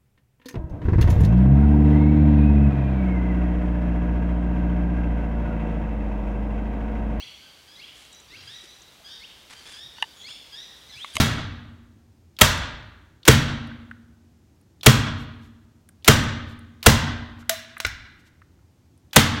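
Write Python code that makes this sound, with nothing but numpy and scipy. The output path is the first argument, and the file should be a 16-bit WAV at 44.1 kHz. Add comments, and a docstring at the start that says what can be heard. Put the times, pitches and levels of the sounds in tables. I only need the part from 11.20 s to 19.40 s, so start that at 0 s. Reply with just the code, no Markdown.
"""Carpet is tacked down at the doorway of a bare, wood-floored room, close to the microphone.
An electric staple gun is already firing as we come in, and five more shots follow. In each, the switch
snaps, the solenoid pulls, the driver shears off a staple and slams it home; the floor booms, the room
rings and the microphone overloads. Between shots the gun is handled. After six seconds
a metal knee kicker is lifted, clanks and is set down; near eight the gun fires once more."""
import sys
import numpy as np
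from scipy import signal
from scipy.fft import rfft, irfft, next_fast_len
from scipy.io import wavfile

SR = 44100
rng = np.random.default_rng(int(sys.argv[2]) if len(sys.argv) > 2 else 0)


def dump(signal):
    """Clip the signal to [-1, 1] and save it as 16-bit WAV at the path in sys.argv[1]."""
    limited = np.clip(np.atleast_2d(signal).T, -1, 1)
    pcm = np.round(limited * 32767).astype(np.int16)
    wavfile.write(sys.argv[1], SR, pcm)


N = 361619
LEAD_IN = SR // 4   # samples ahead of time zero
SHORT_T, LONG_T = np.arange(SR // 5) / SR, np.arange(3 * SR // 2) / SR   # seconds since a blow


def from_db(db):
    """Decibels to gain."""
    return 10 ** (np.asarray(db) / 20)


def at_hz(points, hz):
    """Read a table on a log-frequency axis."""
    known_hz, values = np.array(points).T
    return np.interp(np.log(hz + 1e-9), np.log(known_hz), values)


def fade(t, t60):
    """Exponential decay by 60 dB in t60 seconds."""
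    return np.exp(-np.log(1000) * t / t60)


def add(track, s, sound):
    """Mix a sound in at s seconds, on a track that starts LEAD_IN samples early."""
    start = LEAD_IN + round(s * SR)
    part = sound[:len(track) - start]
    track[start:start + len(part)] += part


def noise(spectrum, size):
    """Noise of a given colour, rms 1."""
    hz = np.fft.rfftfreq(size, 1 / SR)
    x = irfft(rfft(rng.standard_normal(size)) * from_db(at_hz(spectrum, hz)), size)
    return x / np.std(x)


def soften(x, top_hz):
    """A softer contact loses the treble."""
    return signal.sosfilt(signal.butter(1, min(top_hz, .45 * SR), fs=SR, output="sos"), x)


def burst(spectrum, rise, hold, t60):
    """A chattering contact builds up, grinds on for a moment and dies; times in seconds."""
    envelope = np.minimum(SHORT_T / rise, 1) * fade(np.maximum(SHORT_T - hold, 0), t60)
    return noise(spectrum, len(SHORT_T)) * envelope


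def ring(modes, scatter_db, detune=.012):
    """Struck metal: scatter_db varies how a blow's force is shared; loose parts shift the pitches."""
    hz, db, t60 = np.array(modes).T[:, :, None]
    gain = from_db(db + scatter_db * rng.standard_normal(hz.shape)) * rng.choice([-1, 1], hz.shape)
    hz = hz * (1 + detune * rng.standard_normal(hz.shape))
    return np.sum(gain * np.sin(2 * np.pi * hz * SHORT_T) * fade(SHORT_T, t60), axis=0)


# The steady noises of the place. Each row: frequency in Hz, relative level in dB.
RUMBLE_SPECTRUM = [(25, -37.5), (55, -9), (85, 2), (135, -8.5), (220, -12.5), (330, -12.5), (450, -24.5),
                   (900, -31), (2000, -61)]
HISS_SPECTRUM = [(100, -1.5), (900, 0.5), (1600, -2), (3200, -5.5), (6500, -6), (10000, -13), (16000, -14)]

def room_tone(rumble_db=-56.5, hiss_db=-70.5):
    """A low indoor rumble and a faint hiss lie under everything."""
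    size = next_fast_len(N)
    rumble = from_db(rumble_db) * noise(RUMBLE_SPECTRUM, size)
    hiss = from_db(hiss_db) * noise(HISS_SPECTRUM, size)
    return (rumble + hiss)[:N]


# The colour of the room's echoes. Each row: frequency in Hz, level in dB.
ECHO_SPECTRUM = [(100, -10.5), (220, -13), (400, -16), (650, -12.5), (1000, -7.5), (1600, -4), (2600, -10),
                 (3800, -7), (5200, -6.5), (7500, -9), (10500, -13), (15500, -12)]
# The room's reverberation. Each row: band centre in Hz, t60 in seconds.
ECHO_DECAYS = [(90, 1.05), (150, .8), (240, 1.1), (500, .95), (1500, .98), (2400, .88), (3800, .85),
               (5200, .61), (7000, .5), (9000, .4), (11500, .33), (15000, .28)]

def room(x, first_echo_s=.007, far_lag_s=.2, far_db=-8):
    """The near door frame and walls die quickly; the bare room beyond rings on, losing treble first."""
    hz = np.fft.rfftfreq(len(LONG_T), 1 / SR)
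    spectrum = rfft(rng.standard_normal(len(LONG_T))) * from_db(at_hz(ECHO_SPECTRUM, hz))
    build_up = np.clip(LONG_T / first_echo_s - 1, 0, 1)
    near_walls = fade(LONG_T, t60=.2)
    # a late swell comes back from the far end of the house
    far_swell = 1 + from_db(far_db) * (LONG_T > far_lag_s) * fade(np.abs(LONG_T - far_lag_s), t60=.24)
    echoes = 0
    for centre, t60 in ECHO_DECAYS:
        band = at_hz([(f, f == centre) for f, _ in ECHO_DECAYS], hz)   # neighbouring bands cross-fade
        envelope = (fade(LONG_T, t60) * far_swell + near_walls) * build_up
        echoes = echoes + irfft(spectrum * band, len(LONG_T)) * envelope / np.linalg.norm(envelope)
    return signal.fftconvolve(x, echoes)[:len(x)]


def diffuse_field(directions=8):
    """A tool sends a different wave in each direction; each finds its own way to the microphone."""
    paths = [room(staple_gun() + from_db(-1) * knee_kicker() + floor_thud()) for _ in range(directions)]
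    return sum(paths) / np.sqrt(directions)


# Faint rustles between shots. Each row: start in seconds, length in seconds, level in dB.
FAINT_RUSTLES = [(3.957, 0.11, -56), (4.187, 0.12, -63.5), (5.25, 0.11, -59), (6.175, 0.065, -56.5),
                 (6.977, .05, -64), (7.04, 0.065, -61.5)]
# Their colour. Each row: frequency in Hz, relative level in dB.
RUSTLE_SPECTRUM = [(500, -3), (3000, 8.5), (7500, 1), (10000, -6), (12500, -2.5), (16000, -21)]

def rustling():
    """Faint, high, sizzling rustles in short soft swells."""
    out = np.zeros(LEAD_IN + N)
    for s, length, db in FAINT_RUSTLES:
        size = round(length * SR)
        add(out, s, from_db(db) * noise(RUSTLE_SPECTRUM, size) * np.hanning(size))
    return out


def click(hz, snap_db):
    """A small part knocks: one broad, quickly damped resonance and a short snap."""
    colour = [(hz / 8, -60), (hz / 2, -42), (hz, 0), (hz * 2, -27), (hz * 4, -60)]
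    body = burst(colour, rise=.0002, hold=.0024, t60=.021)
    return body + from_db(snap_db) * burst(SHEAR_SPECTRUM, rise=.0002, hold=.0006, t60=.012)


# Dull knocks of the grip and bright ticks of metal. Each row: start in seconds, level in dB.
GRIP_KNOCKS = [(2.5145, -47), (2.712, -32.5), (4.690, -53), (6.226, -47), (6.5677, -26.5), (7.2183, -45.5),
               (7.39, -63)]
METAL_TICKS = [(1.376, -48), (2.472, -63), (3.412, -66), (4.6891, -51), (5.038, -48), (5.391, -58),
               (6.58, -48), (7.776, -65)]

def handling(trigger_lead_s=.0215):
    """The trigger clicks just before the switch closes; between shots housings knock, loose parts tick."""
    out = np.zeros(LEAD_IN + N)
    for s, switch_lead, trigger_db, *_ in GUN_SHOTS:
        add(out, s - switch_lead - trigger_lead_s, from_db(trigger_db) * click(hz=3450, snap_db=-15))
    for s, db in GRIP_KNOCKS:
        add(out, s, from_db(db) * click(hz=1474, snap_db=-26))
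    for s, db in METAL_TICKS:
        add(out, s, from_db(db) * click(hz=9200, snap_db=3))
    return out


def floor_blows():
    """Everything that hits the floor. Each row: time in seconds, joist and board levels in dB."""
    return [(row[0], row[-2], row[-1]) for row in GUN_SHOTS + KICKER_LANDINGS]


def footing_db(hz, joist_db, board_db, crossover_hz=105):
    """Joists carry the deepest sound, boards the rest; their levels depend on where the blow lands."""
    joist_share = 1 / (1 + (hz / crossover_hz) ** 8)
    return joist_share * joist_db + (1 - joist_share) * board_db


# The shaking boards. Each row: frequency in Hz, relative level in dB.
THUD_SPECTRUM = [(25, -29), (55, -7), (90, 1.5), (135, 5.5), (180, -11), (250, -1.5), (330, -19),
                 (450, -13.5), (900, -36), (3000, -64)]

def floor_thud(gain_db=3):
    """Farther from the microphone the many boards shake out of step in a rough thud."""
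    out = np.zeros(LEAD_IN + N)
    for s, joist_db, board_db in floor_blows():
        colour = [(hz, db + footing_db(hz, joist_db, board_db)) for hz, db in THUD_SPECTRUM]
        strength = np.hypot(from_db(joist_db), from_db(board_db)) / np.sqrt(2)
        add(out, s, from_db(gain_db) * strength * burst(colour, rise=.002, hold=.0085, t60=.038))
    return out


# The floor and the standing waves it drives. Each row: pitch in Hz, relative level in dB, t60 in seconds.
FLOOR_RESONANCES = [(59.7, -28, 1.3), (67.7, -10.5, 0.16), (87.9, -27, 1.6), (101.07, -11, 0.17),
                    (106.5, -28, 1.4), (124.6, -11.5, 0.23), (138.8, -22, 0.84), (150.7, -19, 0.23),
                    (195, -35, 0.43), (217.5, -12.5, 0.26), (225, -35, 1.7), (236, -30, 1.67),
                    (286, -19, 0.17), (292.4, -35.5, 1.3), (352, -13.5, 0.083), (432, -7.5, 0.066),
                    (453.6, -10.5, 0.072), (466, -37.5, 0.44), (523, -17.5, 0.13)]

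def floor_boom(rise_s=.0017, scatter_db=2):
    """Each blow passes through the carpet and sets the wooden floor's modes swinging."""
    hz, db, t60 = np.array(FLOOR_RESONANCES).T[:, :, None]
    sign = (-1) ** (np.arange(len(hz))[:, None] // 2)   # polarity flips every second mode
    modes = sign * np.sin(2 * np.pi * hz * LONG_T) * fade(LONG_T, t60) * (1 - np.exp(-LONG_T / rise_s))
    out = np.zeros(LEAD_IN + N)
    for s, joist_db, board_db in floor_blows():
        gain = from_db(db + footing_db(hz, joist_db, board_db) + scatter_db * rng.standard_normal(hz.shape))
        add(out, s, np.sum(gain * modes, axis=0))
    return out


# The kicker's head and shaft. Each row: pitch in Hz, relative level in dB, t60 in seconds.
KICKER_RESONANCES = [(1458, -12, 0.062), (1647, -7, 0.029), (2003, -4, 0.027), (2290, -14, 0.024),
                     (2390, -2.5, 0.011), (2860, 1, 0.013), (3570, -4, 0.031), (4000, -10, 0.075),
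                     (5370, -9, 0.041), (5630, -6, 0.028), (6200, -7.5, 0.039), (6800, -12, 0.051),
                     (7640, -12, 0.048), (12360, -3, 0.026)]
# A bare clank and a clack on carpet. Each row: frequency in Hz, relative level in dB.
CLANK_SPECTRUM = [(200, -32), (700, -2), (1800, 2), (3500, 3), (6000, -5), (10000, -2.5), (14000, -6),
                  (16000, 1.5)]
CLACK_SPECTRUM = [(200, -22), (950, -16), (1450, -1.5), (2150, -1), (2550, -9.5), (5400, -11), (8000, -21),
                  (16000, -41)]
# The kicker moved. Each row: start in seconds, level in dB, treble cutoff in Hz, hum offset in dB.
KICKER_CLANKS = [(6.2942, -10, 17500, 5), (6.6014, -20, 7800, -5), (6.6648, -24, 9000, -22)]
# The kicker set down. Each row: start in seconds, then clack, joist and board levels in dB.
KICKER_LANDINGS = [(6.6476, -12.5, -20.5, -33)]

def knee_kicker(shaft_hz=657, shaft_db=-19, grip_after_s=.045, sink_s=.00425):
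    """The loose head clanks on its shaft, which hums until the grip stills it; the head lands on carpet."""
    out = np.zeros(LEAD_IN + N)
    grip = fade(np.maximum(SHORT_T - grip_after_s, 0), t60=.018)
    hum = np.sin(2 * np.pi * shaft_hz * SHORT_T) * fade(SHORT_T, t60=.45) * grip
    for s, db, cutoff_hz, hum_db in KICKER_CLANKS:
        contact = burst(CLANK_SPECTRUM, rise=.0002, hold=.00082, t60=.032)
        head = contact + from_db(-6) * ring(KICKER_RESONANCES, scatter_db=1, detune=.005)
        add(out, s, from_db(db) * (soften(head, cutoff_hz) + from_db(shaft_db + hum_db) * hum))
    for s, db, _, _ in KICKER_LANDINGS:
        # the pile cushions the contact: it builds up over a few milliseconds and favours the low modes
        head = ring(KICKER_RESONANCES, scatter_db=2.5, detune=.0067)
        cushioned = soften(soften(head, top_hz=2800), top_hz=2800)
        add(out, s, from_db(db) * burst(CLACK_SPECTRUM, rise=sink_s, hold=.0016, t60=.027))
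        add(out, s + sink_s / 2, from_db(db + 2.5) * cushioned)
    return out


def plunger(travel_s, swell_db=13):
    """The gun's plunger rubs in its coil, louder as it gathers speed."""
    t = SHORT_T[SHORT_T < travel_s]
    rub = noise(SLAM_SPECTRUM, len(t)) * from_db(swell_db * (t / travel_s - 1.5))
    return soften(rub, top_hz=6000)


# The gun's steel and housing. Each row: pitch in Hz, relative level in dB, t60 in seconds.
GUN_RESONANCES = [(623, -9.5, 0.086), (1110, -11.5, 0.025), (1390, -3, 0.013), (1990, -10, 0.044),
                  (2170, -20.5, 0.013), (2810, -13.5, 0.073), (3265, -10.5, 0.065), (3290, -6.5, 0.014),
                  (3520, -16.5, 0.01), (5900, -12, 0.057), (7500, -25, 0.068), (9880, -12.5, 0.019),
                  (11500, -15, 0.027), (14400, -16, .025)]
# The switch, the shearing staple and the driver's slam. Each row: frequency in Hz, relative level in dB.
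SWITCH_SPECTRUM = [(300, -19), (1200, -6.5), (3600, -1), (5000, -5), (9000, -16), (16000, -11)]
SHEAR_SPECTRUM = [(40, -35.5), (300, -13), (1200, -3), (3500, -1), (5000, -8.5), (9000, -4.5), (16000, -10)]
SLAM_SPECTRUM = [(40, -31.5), (150, -1.5), (400, 3), (1400, 2), (3500, 0.5), (4800, -6.5), (7000, -6),
                 (10000, -12.5), (16000, -14.5)]
# The shots at the doorway. Each row: time of the slam in seconds, the switch's lead in seconds,
# then trigger, slam, joist and board levels in dB.
GUN_SHOTS = [(-.022, 0.025, -62.5, -1.5, 0.5, -0.5), (1.2148, .027, -46, 2, -1, -12),
             (2.081, .0284, -44.5, 1, -1.5, 4.5), (3.6648, 0.033, -43, 1, -3, 3),
             (4.8809, .0352, -58, 1.5, -1.5, 2.5), (5.6651, 0.037, -62.5, 1.5, 2, 0.5),
             (7.964, .033, -57.5, 1.5, -6, .5)]

def staple_gun(latch_lag_s=.012, travel_s=.016, shear_lead_s=.004, return_lag_s=.031):
    """Switch, latch, plunger run, staple sheared off its strip, slam, and the spring's return stroke."""
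    out = np.zeros(LEAD_IN + N)
    for s, switch_lead, _, slam_db, _, _ in GUN_SHOTS:
        switch = burst(SWITCH_SPECTRUM, rise=.0001, hold=.0025, t60=.036)
        add(out, s - switch_lead, from_db(-28.5) * switch)
        latch = burst(SHEAR_SPECTRUM, rise=.0003, hold=.00089, t60=.01)
        add(out, s - switch_lead + latch_lag_s, from_db(-31.5) * latch)
        add(out, s - shear_lead_s - travel_s, from_db(-21) * plunger(travel_s))
        shear = burst(SHEAR_SPECTRUM, rise=.0017, hold=.0015, t60=.025)
        add(out, s - shear_lead_s, from_db(-5) * shear)
        slam = burst(SLAM_SPECTRUM, rise=.00027, hold=.004, t60=.023)
        steel = from_db(-3) * ring(GUN_RESONANCES, scatter_db=0)
        add(out, s, from_db(slam_db) * (slam + steel))
        spring = burst(SWITCH_SPECTRUM, rise=.001, hold=.0043, t60=.065)
        add(out, s + return_lag_s, from_db(-24) * spring)
    return out


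def scene():
    """One microphone hears the tools close by and again through the room, over the room tone."""
    clicks = handling()
    direct = staple_gun() + knee_kicker() + floor_boom() + clicks + rustling()
    echoes = diffuse_field() + from_db(-9) * room(clicks)
    return ((direct + echoes)[LEAD_IN:] + room_tone())[None]


def record(dry, ceiling=.93, cutoff_hz=15900):
    """The slams overload the microphone's input; a steep low-pass cuts the top."""
    clipped = np.clip(dry, -ceiling, ceiling)
    return signal.sosfilt(signal.ellip(10, .1, 70, cutoff_hz, fs=SR, output="sos"), clipped)


dry = scene()
out = record(dry)
dump(out)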